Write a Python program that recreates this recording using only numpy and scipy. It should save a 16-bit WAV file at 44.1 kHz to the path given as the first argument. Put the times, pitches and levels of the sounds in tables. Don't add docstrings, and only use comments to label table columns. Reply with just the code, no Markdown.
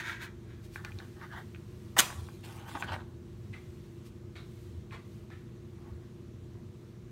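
import sys
import numpy as np
from scipy import signal
from scipy.fft import rfft, irfft
from scipy.io import wavfile
from scipy.ndimage import uniform_filter1d

SR = 44100
rng = np.random.default_rng(int(sys.argv[2]) if len(sys.argv) > 2 else 0)


def to_wav(s):
    ch = np.atleast_2d(s).T
    pcm = np.round(np.clip(ch, -1, 1) * 32767)
    wavfile.write(sys.argv[1], SR, pcm.astype(np.int16))


N = 313551
TIME = np.arange(N) / SR


def gain_of(db):
    return 10 ** (np.asarray(db) / 20)


def evened(x):
    return x / np.sqrt(np.mean(x ** 2) + 1e-20)


def read(points, hz):
    f, value = np.transpose(points)
    return np.interp(np.log(hz + 1), np.log(f + 1), value)


def add(mix, s, sound):
    part = mix[max(round(s * SR), 0):][:len(sound)]
    part += sound[:len(part)]


def through(x, response):
    return signal.oaconvolve(x, response)[:N]


def drift(hz):
    size, step = 2 ** 13, 2 ** 6
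    f = np.fft.rfftfreq(size, step / SR)
    slow = irfft(rfft(rng.standard_normal(size)) / (1 + (f / hz) ** 2) ** 2)
    return evened(np.interp(np.arange(N) / step, np.arange(size), slow))


def swells(rows):
    shape = 1.4
    power = np.zeros(N)
    for s, db, rise, fade in rows:
        away = np.maximum((s - TIME) / rise, (TIME - s) / fade)
        near = away < 10
        power[near] += (gain_of(db) * np.exp(-away[near] ** shape)) ** 2
    return np.sqrt(power)


def held(start, length, db, attack_s, release_s):
    since = np.maximum(TIME - start, 0)
    onset = 1 - np.exp(-since / attack_s)
    release = np.exp(-np.maximum(since - length, 0) / release_s)
    return gain_of(db) * onset * release


def body(colour, rings=(), size=4096):
    hz = np.fft.rfftfreq(size, 1 / SR)
    peaks = sum(height / (1 + (2 * (hz - f) / width) ** 2) for f, width, height in rings)
    db = read(colour, hz) + peaks
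    log_gain = np.log(gain_of(np.r_[db, db[-2:0:-1]]))
    response = np.fft.ifft(np.exp(np.conj(signal.hilbert(log_gain)))).real
    return response / np.linalg.norm(response)


def slips(per_s, spread_db, size=600):
    excess_db = abs(spread_db) * np.minimum(rng.exponential(1, N), 4)
    heights = gain_of(excess_db) * rng.choice([-1, 1], N)
    train = heights * (rng.random(N) < per_s / SR)
    train = train + 0.11 * rng.standard_normal(N)
    return train / np.sqrt(uniform_filter1d(train ** 2, size) + 1e-9)


def patchy(x, depth_db, size=7):
    z = signal.stft(x, SR, nperseg=512)[2]
    across_hz = uniform_filter1d(rng.standard_normal(z.shape), size, 0)
    patches = evened(uniform_filter1d(across_hz, size, 1))
    return signal.istft(z * gain_of(depth_db * patches), SR, nperseg=512)[1][:N]


def diffuse(t60, after_s, size=48):
    t = np.arange(2 ** 15) / SR
    hz, frame_s, z = signal.stft(rng.standard_normal(len(t)), SR, nperseg=256)
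    decay = gain_of(-60 * frame_s / read(t60, hz)[:, None])
    tail = signal.istft(z * decay, SR, nperseg=256)[1][:len(t)]
    spectrum = rfft(tail)
    level = np.sqrt(uniform_filter1d(abs(spectrum) ** 2, size) + 1e-18)
    tail = irfft(spectrum / level) * (t < t[-1] - .1)
    return np.r_[np.zeros(round(after_s * SR)), tail / np.linalg.norm(tail)]


def room(x, early_db, late_db, early_t60=0.066, turn_hz=1.3, count=3):
    # (frequency [Hz], t60 [s])
    tail_t60 = [(200, 0.5), (1000, 0.63), (3000, 0.27), (7000, .46), (15000, 0.27)]
    # (frequency [Hz], level [dB])
    wall_colour = [(200, -2.5), (900, 2), (1550, 0), (2450, 0), (4200, 1), (6600, -1.5), (15000, -2)]
    wet = np.zeros(N)
    for k in range(count):
        share = np.sqrt(2 / count) * np.cos(np.pi * (turn_hz * TIME + k / count))
        early = diffuse([(0, early_t60)], after_s=.002)
        late = diffuse(tail_t60, after_s=.012)
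        wet += gain_of(early_db) * through(share * x, early)
        wet += gain_of(late_db) * through(share * x, late)
    return through(wet, body(wall_colour))


def machine_hum():
    # (frequency [Hz], middle level [dB], wander [Hz])
    tones = [(119.4, -53.5, .5), (148, -60.5, 2), (208.6, -67, 6.4), (241, -72, .5), (339.4, -60, 1.5),
             (361, -60.5, .4), (482.7, -71.5, 1.3)]
    hum = np.zeros(N)
    for hz, db, wander in tones:
        turns = np.cumsum(hz + wander * drift(hz=9)) / SR + rng.random()
        unevenness_db = np.sqrt(abs(wander)) * .9 * drift(hz=3.4)
        hum += gain_of(db) * np.sqrt(2) * np.sin(2 * np.pi * turns) * gain_of(unevenness_db)
    return hum


def low_throb():
    # (peak time [s], level [dB], rise [s], fade [s])
    throb_swells = [(.97, -43.5, .14, 0.054), (2.2, -40, 0.058, .06), (2.93, -41.5, 0.053, 0.076),
                    (3.46, -42, 0.035, 0.067), (4.77, -43.5, .08, 0.064), (5.96, -45, .12, .05)]
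    # (frequency [Hz], level [dB])
    throb_colour = [(25, -49.5), (50, -25.5), (66, -14), (82, -5.5), (98, 3), (112, -12), (140, -29),
                    (300, -76.5)]
    base_db, wander_db = -53.5, 2.5
    throb = through(rng.standard_normal(N), body(throb_colour, size=16384))
    throb = throb / np.sqrt(uniform_filter1d(throb ** 2, size=6000) + 1e-9)
    steady = gain_of(base_db + wander_db * drift(hz=2.9))
    return throb * np.hypot(steady, swells(throb_swells))


def room_tone(air_db=-51, hiss_db=-66.5):
    # (frequency [Hz], level [dB])
    air_colour = [(20, -37.5), (35, -19.5), (55, 2), (75, -2.5), (110, 1.5), (140, -1), (170, -3),
                  (200, 0.5), (250, -4), (285, -13), (345, -3), (400, -11), (470, -14.5), (520, -27.5),
                  (610, -17.5), (750, -33), (1300, -80)]
    # (frequency [Hz], level [dB])
    hiss_colour = [(300, -3.5), (700, -2.5), (1100, 1.5), (1350, -2.5), (2500, -6.5), (4000, -8),
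                   (5000, -12.5), (6000, -11), (9300, -17), (10500, -21.5), (12000, -19), (16000, -24)]
    air = through(rng.standard_normal(N), body(air_colour, size=16384))
    hiss = through(rng.standard_normal(N), body(hiss_colour)) * gain_of(0.37 * drift(hz=5))
    hiss = patchy(hiss, depth_db=1.16)
    return machine_hum() + low_throb() + gain_of(air_db) * air + gain_of(hiss_db) * hiss


def brushes(strokes, colour):
    pressure = sum(gain_of(db) * np.exp(-.5 * ((TIME - s) / half) ** 2) for s, db, half in strokes)
    return through(slips(per_s=10000, spread_db=2) * pressure, body(colour))


def skin_and_sleeve():
    # (middle time [s], level [dB], half length [s])
    brush_strokes = [(0.235, -54, 0.018), (.65, -64.5, 0.012), (0.755, -59, 0.017), (.95, -66.5, 0.24),
                     (1.4, -71.5, 0.11), (1.83, -69, 0.2), (3.7, -72, 0.34), (4.069, -63, 0.013),
                     (4.595, -68.5, 0.13), (5.139, -70, 0.073)]
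    # (frequency [Hz], level [dB])
    brush_colour = [(700, -8.5), (2000, 3.5), (4000, 1), (7000, -2), (9000, -2), (10500, -6.5),
                    (12000, -4.5), (16000, -7.5)]
    return brushes(brush_strokes, brush_colour)


def arm_on_table():
    # (middle time [s], level [dB], half length [s])
    arm_rubs = [(5.81, -67.5, 0.039), (5.885, -63, .025), (5.97, -72.5, 0.054), (6.58, -69, 0.046)]
    # (frequency [Hz], level [dB])
    arm_colour = [(250, -13), (700, 1.5), (1100, 0), (1500, -8), (2000, -5.5), (3000, -23), (8000, -28)]
    return brushes(arm_rubs, arm_colour)


def puff_and_scuffs():
    # (start time [s], level [dB], rise [s], fade [s], lower resonance [Hz], upper resonance [Hz])
    grainy_rows = [(2.428, -54.5, .01, .025, 2780, 2970), (3.526, -52.5, 0.0077, 0.048, 2050, 2350),
                   (4.350, -52, 0.012, 0.044, 2190, 3930), (4.907, -49, 0.024, 0.04, 1120, 2080),
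                   (5.298, -56.5, 0.022, 0.046, 1810, 2100)]
    # (frequency [Hz], level [dB])
    grainy_colour = [(250, -18), (650, -1), (950, -9), (1350, -1.5), (1650, -7), (2050, -6.5), (3000, -10),
                     (3900, -9), (5000, -19), (8000, -22.5), (15000, -35)]
    grain = slips(per_s=1800, spread_db=2)
    out, t = np.zeros(N), np.arange(SR // 2) / SR
    for s, db, rise, fade, low_hz, high_hz in grainy_rows:
        push = gain_of(db) * np.minimum(t / rise, 1) * np.exp(-np.maximum(t - rise, 0) / fade)
        pushed = push * grain[round(s * SR):][:len(t)]
        response = body(grainy_colour, [(low_hz, 260, 9), (high_hz, 900, 8)])
        add(out, s, signal.oaconvolve(pushed, response))
    return out


def flare(path_s=0.0013, sway_s=0.000181, bounce=0.36, sputter=0.67):
    # (peak time [s], drive level [dB], rise [s], fade [s])
    spurts = [(2.09, -58, .04, 0.27), (2.45, -56.5, .016, 0.034), (2.52, -59, 0.044, .13),
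              (2.69, -55.5, 0.02, 0.11), (2.8, -51.5, 0.016, 0.017), (2.846, -56, 0.011, .008),
              (2.928, -60.5, .01, .05)]
    # (frequency [Hz], level [dB])
    flare_colour = [(800, -7), (2000, 2), (3200, 2), (5000, -3), (6500, -3.5), (9000, -1.5), (10500, -7),
                    (12000, -8), (16000, -10)]
    jets = slips(per_s=6000, spread_db=4.5) * gain_of(2.0 * drift(hz=60) - 3.5)
    pops = sputter * slips(per_s=240, spread_db=2.5, size=4000)
    hiss = through((jets + pops) * swells(spurts), body(flare_colour))
    hiss = patchy(hiss, depth_db=3)
    echo = np.interp(TIME - path_s - sway_s * drift(hz=5.4), TIME, hiss)
    return hiss + bounce * echo


def knocks_and_crackles(crack=0.1, crack_s=0.00057):
    # (time [s], nominal level [dB], centre [Hz], spread [octaves])
    knock_rows = [(.759, -28, 1750, 0.5), (.779, -41, 1550, 0.1), (.842, -44.5, 1400, .4),
                  (.8485, -27.5, 3380, 1.2), (.9195, -38, 2500, .33), (.9877, -33.5, 3880, .36),
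                  (1.002, -37, 1590, .34), (1.2145, -42, 1500, 0.28), (1.3726, -33, 1450, .27),
                  (1.5477, -38.5, 2330, 0.37), (1.56, -43.5, 2300, 0.58), (2.103, -34, 1400, .67),
                  (2.1255, -33.5, 1300, .8), (2.287, -39, 1370, 0.64), (2.6855, -47, 1500, 0.75),
                  (2.7146, -38, 1200, 0.37), (2.7527, -26, 1160, 0.18), (2.773, -29, 1200, .53),
                  (2.8245, -19.5, 1710, 0.63), (2.9217, -31, 1800, 1.1), (2.9625, -31, 1100, 0.9),
                  (3.0056, -43, 1300, 0.65), (3.5369, -39, 2103, .17), (4.356, -42.5, 2250, .35),
                  (4.9095, -42.5, 2380, .35), (5.303, -45, 2000, 1.3)]
    # (frequency [Hz], level [dB], t60 [s])
    box_modes = [(640, 6, 0.022), (870, 0, 0.034), (1079, 4.5, 0.013), (1510, 2, 0.016),
                 (1648, -2.5, 0.0175), (1910, -5.5, 0.0089), (2415, 4.5, 0.0098), (2960, -5, 0.0068),
                 (3700, -2.5, 0.0056), (4300, -4.5, 0.0076), (5460, -2, 0.0054), (6030, 0, 0.0046),
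                 (6850, 1.5, 0.0051), (8650, -9, .003), (12000, -8, .003)]
    out, t = np.zeros(N), np.arange(2 ** 11) / SR
    hz, db, t60 = np.transpose(box_modes)[:, :, None]
    decay = np.exp(-np.log(1000) * t / t60)
    onset = 1 - np.exp(-t / 0.000124)
    for s, level_db, centre_hz, octaves in knock_rows:
        detune, phase = rng.standard_normal((2, len(box_modes), 1))
        nearness = np.exp(-.5 * (np.log2(hz / centre_hz) / octaves) ** 2)
        weight = nearness * gain_of(db) * decay
        waves = np.sin(2 * np.pi * hz * (1 + .025 * detune) * t + np.pi * phase)
        ring = (weight * waves).sum(0) * onset / np.linalg.norm(weight[:, 0])
        sharpness = octaves ** 2 * centre_hz / hz.mean()
        tick = crack * sharpness * rng.standard_normal(len(t)) * np.exp(-t / crack_s)
        add(out, s, gain_of(level_db) * (ring + tick))
    return out


def rub(contact, response, per_s, spread_db, edge):
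    # (peak time [s], drive level [dB], rise [s], fade [s], contact [name])
    pushes = [(.002, -37.5, .01, 0.018, "tray"), (.092, -39, 0.071, 0.063, "tray"),
              (.225, -42.5, 0.021, .042, "tray"), (0.514, -61.5, 0.038, 0.079, "tray"),
              (.8, -57, .02, 0.022, "fingers"), (0.869, -53.5, 0.024, 0.041, "fingers"),
              (1.03, -55, 0.051, 0.029, "fingers"), (1.232, -49.5, .04, .032, "fingers"),
              (1.33, -46.5, .018, 0.034, "fingers"), (1.383, -43.5, 0.026, 0.024, "fingers"),
              (2.45, -59, 0.016, 0.11, "table"), (2.61, -53.5, 0.038, .07, "table"),
              (2.69, -49, .015, .04, "table"), (2.754, -42.5, 0.0089, .024, "table"),
              (2.835, -44.5, .03, .025, "table"), (2.89, -39, 0.021, 0.021, "table"),
              (2.937, -36.5, 0.03, 0.017, "table"), (3.0, -56, 0.039, 0.032, "table")]
    pressure = swells([row[:-1] for row in pushes if row[-1] == contact])
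    grains = slips(per_s, spread_db) * pressure
    sharpness = edge * np.sqrt(pressure / pressure.max())
    return through(grains + sharpness * np.diff(grains, prepend=0), response)


def box_friction():
    # (frequency [Hz], level [dB])
    slide_colour = [(300, -49), (520, -28), (660, -11), (790, -22.5), (900, -9), (1200, -9), (1580, 1),
                    (2000, -3.5), (2400, -6), (2800, -15.5), (3700, -12), (4900, -24), (6500, -21),
                    (8000, -29.5), (15500, -36)]
    # (frequency [Hz], level [dB])
    shift_colour = [(250, -30.5), (500, -12.5), (680, -5.5), (900, -0.5), (1100, -3), (1600, 1.5),
                    (1950, -1.5), (2550, -20.5), (3050, -13.5), (3800, -17.5), (5000, -28.5), (9000, -37.5),
                    (15000, -39.5)]
    # (frequency [Hz], level [dB])
    table_colour = [(120, -35.5), (250, -5.5), (450, -11.5), (680, -8), (920, 0), (1150, -5.5),
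                    (1500, -8.5), (2100, -17.5), (2800, -17.5), (3800, -18.5), (5000, -31), (6300, -35),
                    (7600, -42), (15000, -51)]
    tray_body = body(slide_colour, [(1680, 200, 2.5), (3300, 400, 2.3)])
    finger_body = body(shift_colour, [(1590, 430, 0.91)])
    table_body = body(table_colour, [(1540, 230, 2.4), (2290, 540, 1.3)])
    slide = rub("tray", tray_body, per_s=5000, spread_db=2.5, edge=.25)
    shift = rub("fingers", finger_body, per_s=1000, spread_db=0.0, edge=.55)
    down = rub("table", table_body, per_s=2100, spread_db=3.0, edge=0.47)
    return slide + patchy(shift + down, depth_db=3.5)


def head_drag():
    # (start time [s], length [s], level [dB])
    drag_contact = (1.965, .024, -29)
    # (frequency [Hz], level [dB])
    drag_colour = [(150, -24.5), (350, -19.5), (600, -6), (880, 0), (1120, -5.5), (1400, -3), (1850, 1),
                   (2250, -11.5), (4000, -20.5), (9000, -26.5), (15000, -29)]
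    pressure = held(*drag_contact, attack_s=.0015, release_s=.002)
    return through(slips(per_s=3400, spread_db=0.5, size=120) * pressure, body(drag_colour))


def strike():
    # (start time [s], length [s], level [dB])
    bites = [(1.983, 0.001, -22), (1.9868, 0.019, -20.5), (1.9875, .0105, -18.5), (2.0035, 0.0016, -17)]
    # (frequency [Hz], level [dB])
    stroke_colour = [(100, -38.5), (200, -14.5), (315, -8), (480, -26), (700, -11), (1000, -11.5),
                     (1530, -1.5), (2300, -8), (2560, -18), (3000, -3.5), (4400, -12.5), (6600, -8.5),
                     (9500, -9.5), (10400, -17), (11300, -12.5), (16000, -15)]
    # (frequency [Hz], width [Hz], height [dB])
    stroke_rings = [(890, 90, 0.5), (1537, 130, 2), (3020, 160, 6), (3570, 200, 4.5), (6530, 220, 7),
                    (8400, 200, 5)]
    # (time [s], peak level [dB])
    snaps = [(1.973, -28), (1.9774, -23), (1.983, -10.5), (1.997, -3.5), (1.9972, -10), (2.0043, -11)]
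    # (frequency [Hz], level [dB])
    side_colour = [(150, -19.5), (350, -8), (650, -3.5), (1000, 1.5), (1500, -1), (1900, -1.5), (2400, 0.5),
                   (3100, -0.5), (4600, -6), (6600, -6), (9200, -7), (10400, -14), (11600, -8.5),
                   (16000, -13.5)]
    ring = body(stroke_colour, stroke_rings)
    bite = np.sqrt(sum(held(*row, attack_s=0.00027, release_s=0.00058) ** 2 for row in bites))
    grit = slips(per_s=11000, spread_db=1.0, size=120) * bite
    for s, db in snaps:
        add(grit, s, gain_of([db]) / abs(ring).max())
    drag = head_drag()
    sideways = through(grit, body(side_colour)) + drag
    echoes = room(sideways, early_db=-12.0, late_db=-15.5, early_t60=.12)
    return through(grit, ring) + drag + echoes


def scene():
    near = box_friction() + knocks_and_crackles() + flare() + skin_and_sleeve() + arm_on_table()
    far = puff_and_scuffs()
    echoes = room(near, early_db=-9, late_db=-19.0) + room(far, early_db=-1.5, late_db=-18.0)
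    return (room_tone() + far + near + echoes + strike())[None]


def record(dry):
    edge_hz = 15850
    low_pass = signal.firwin(511, edge_hz, window=("kaiser", 9), fs=SR)
    return signal.oaconvolve(dry, low_pass[None], "same")


dry = scene()
out = record(dry)
to_wav(out)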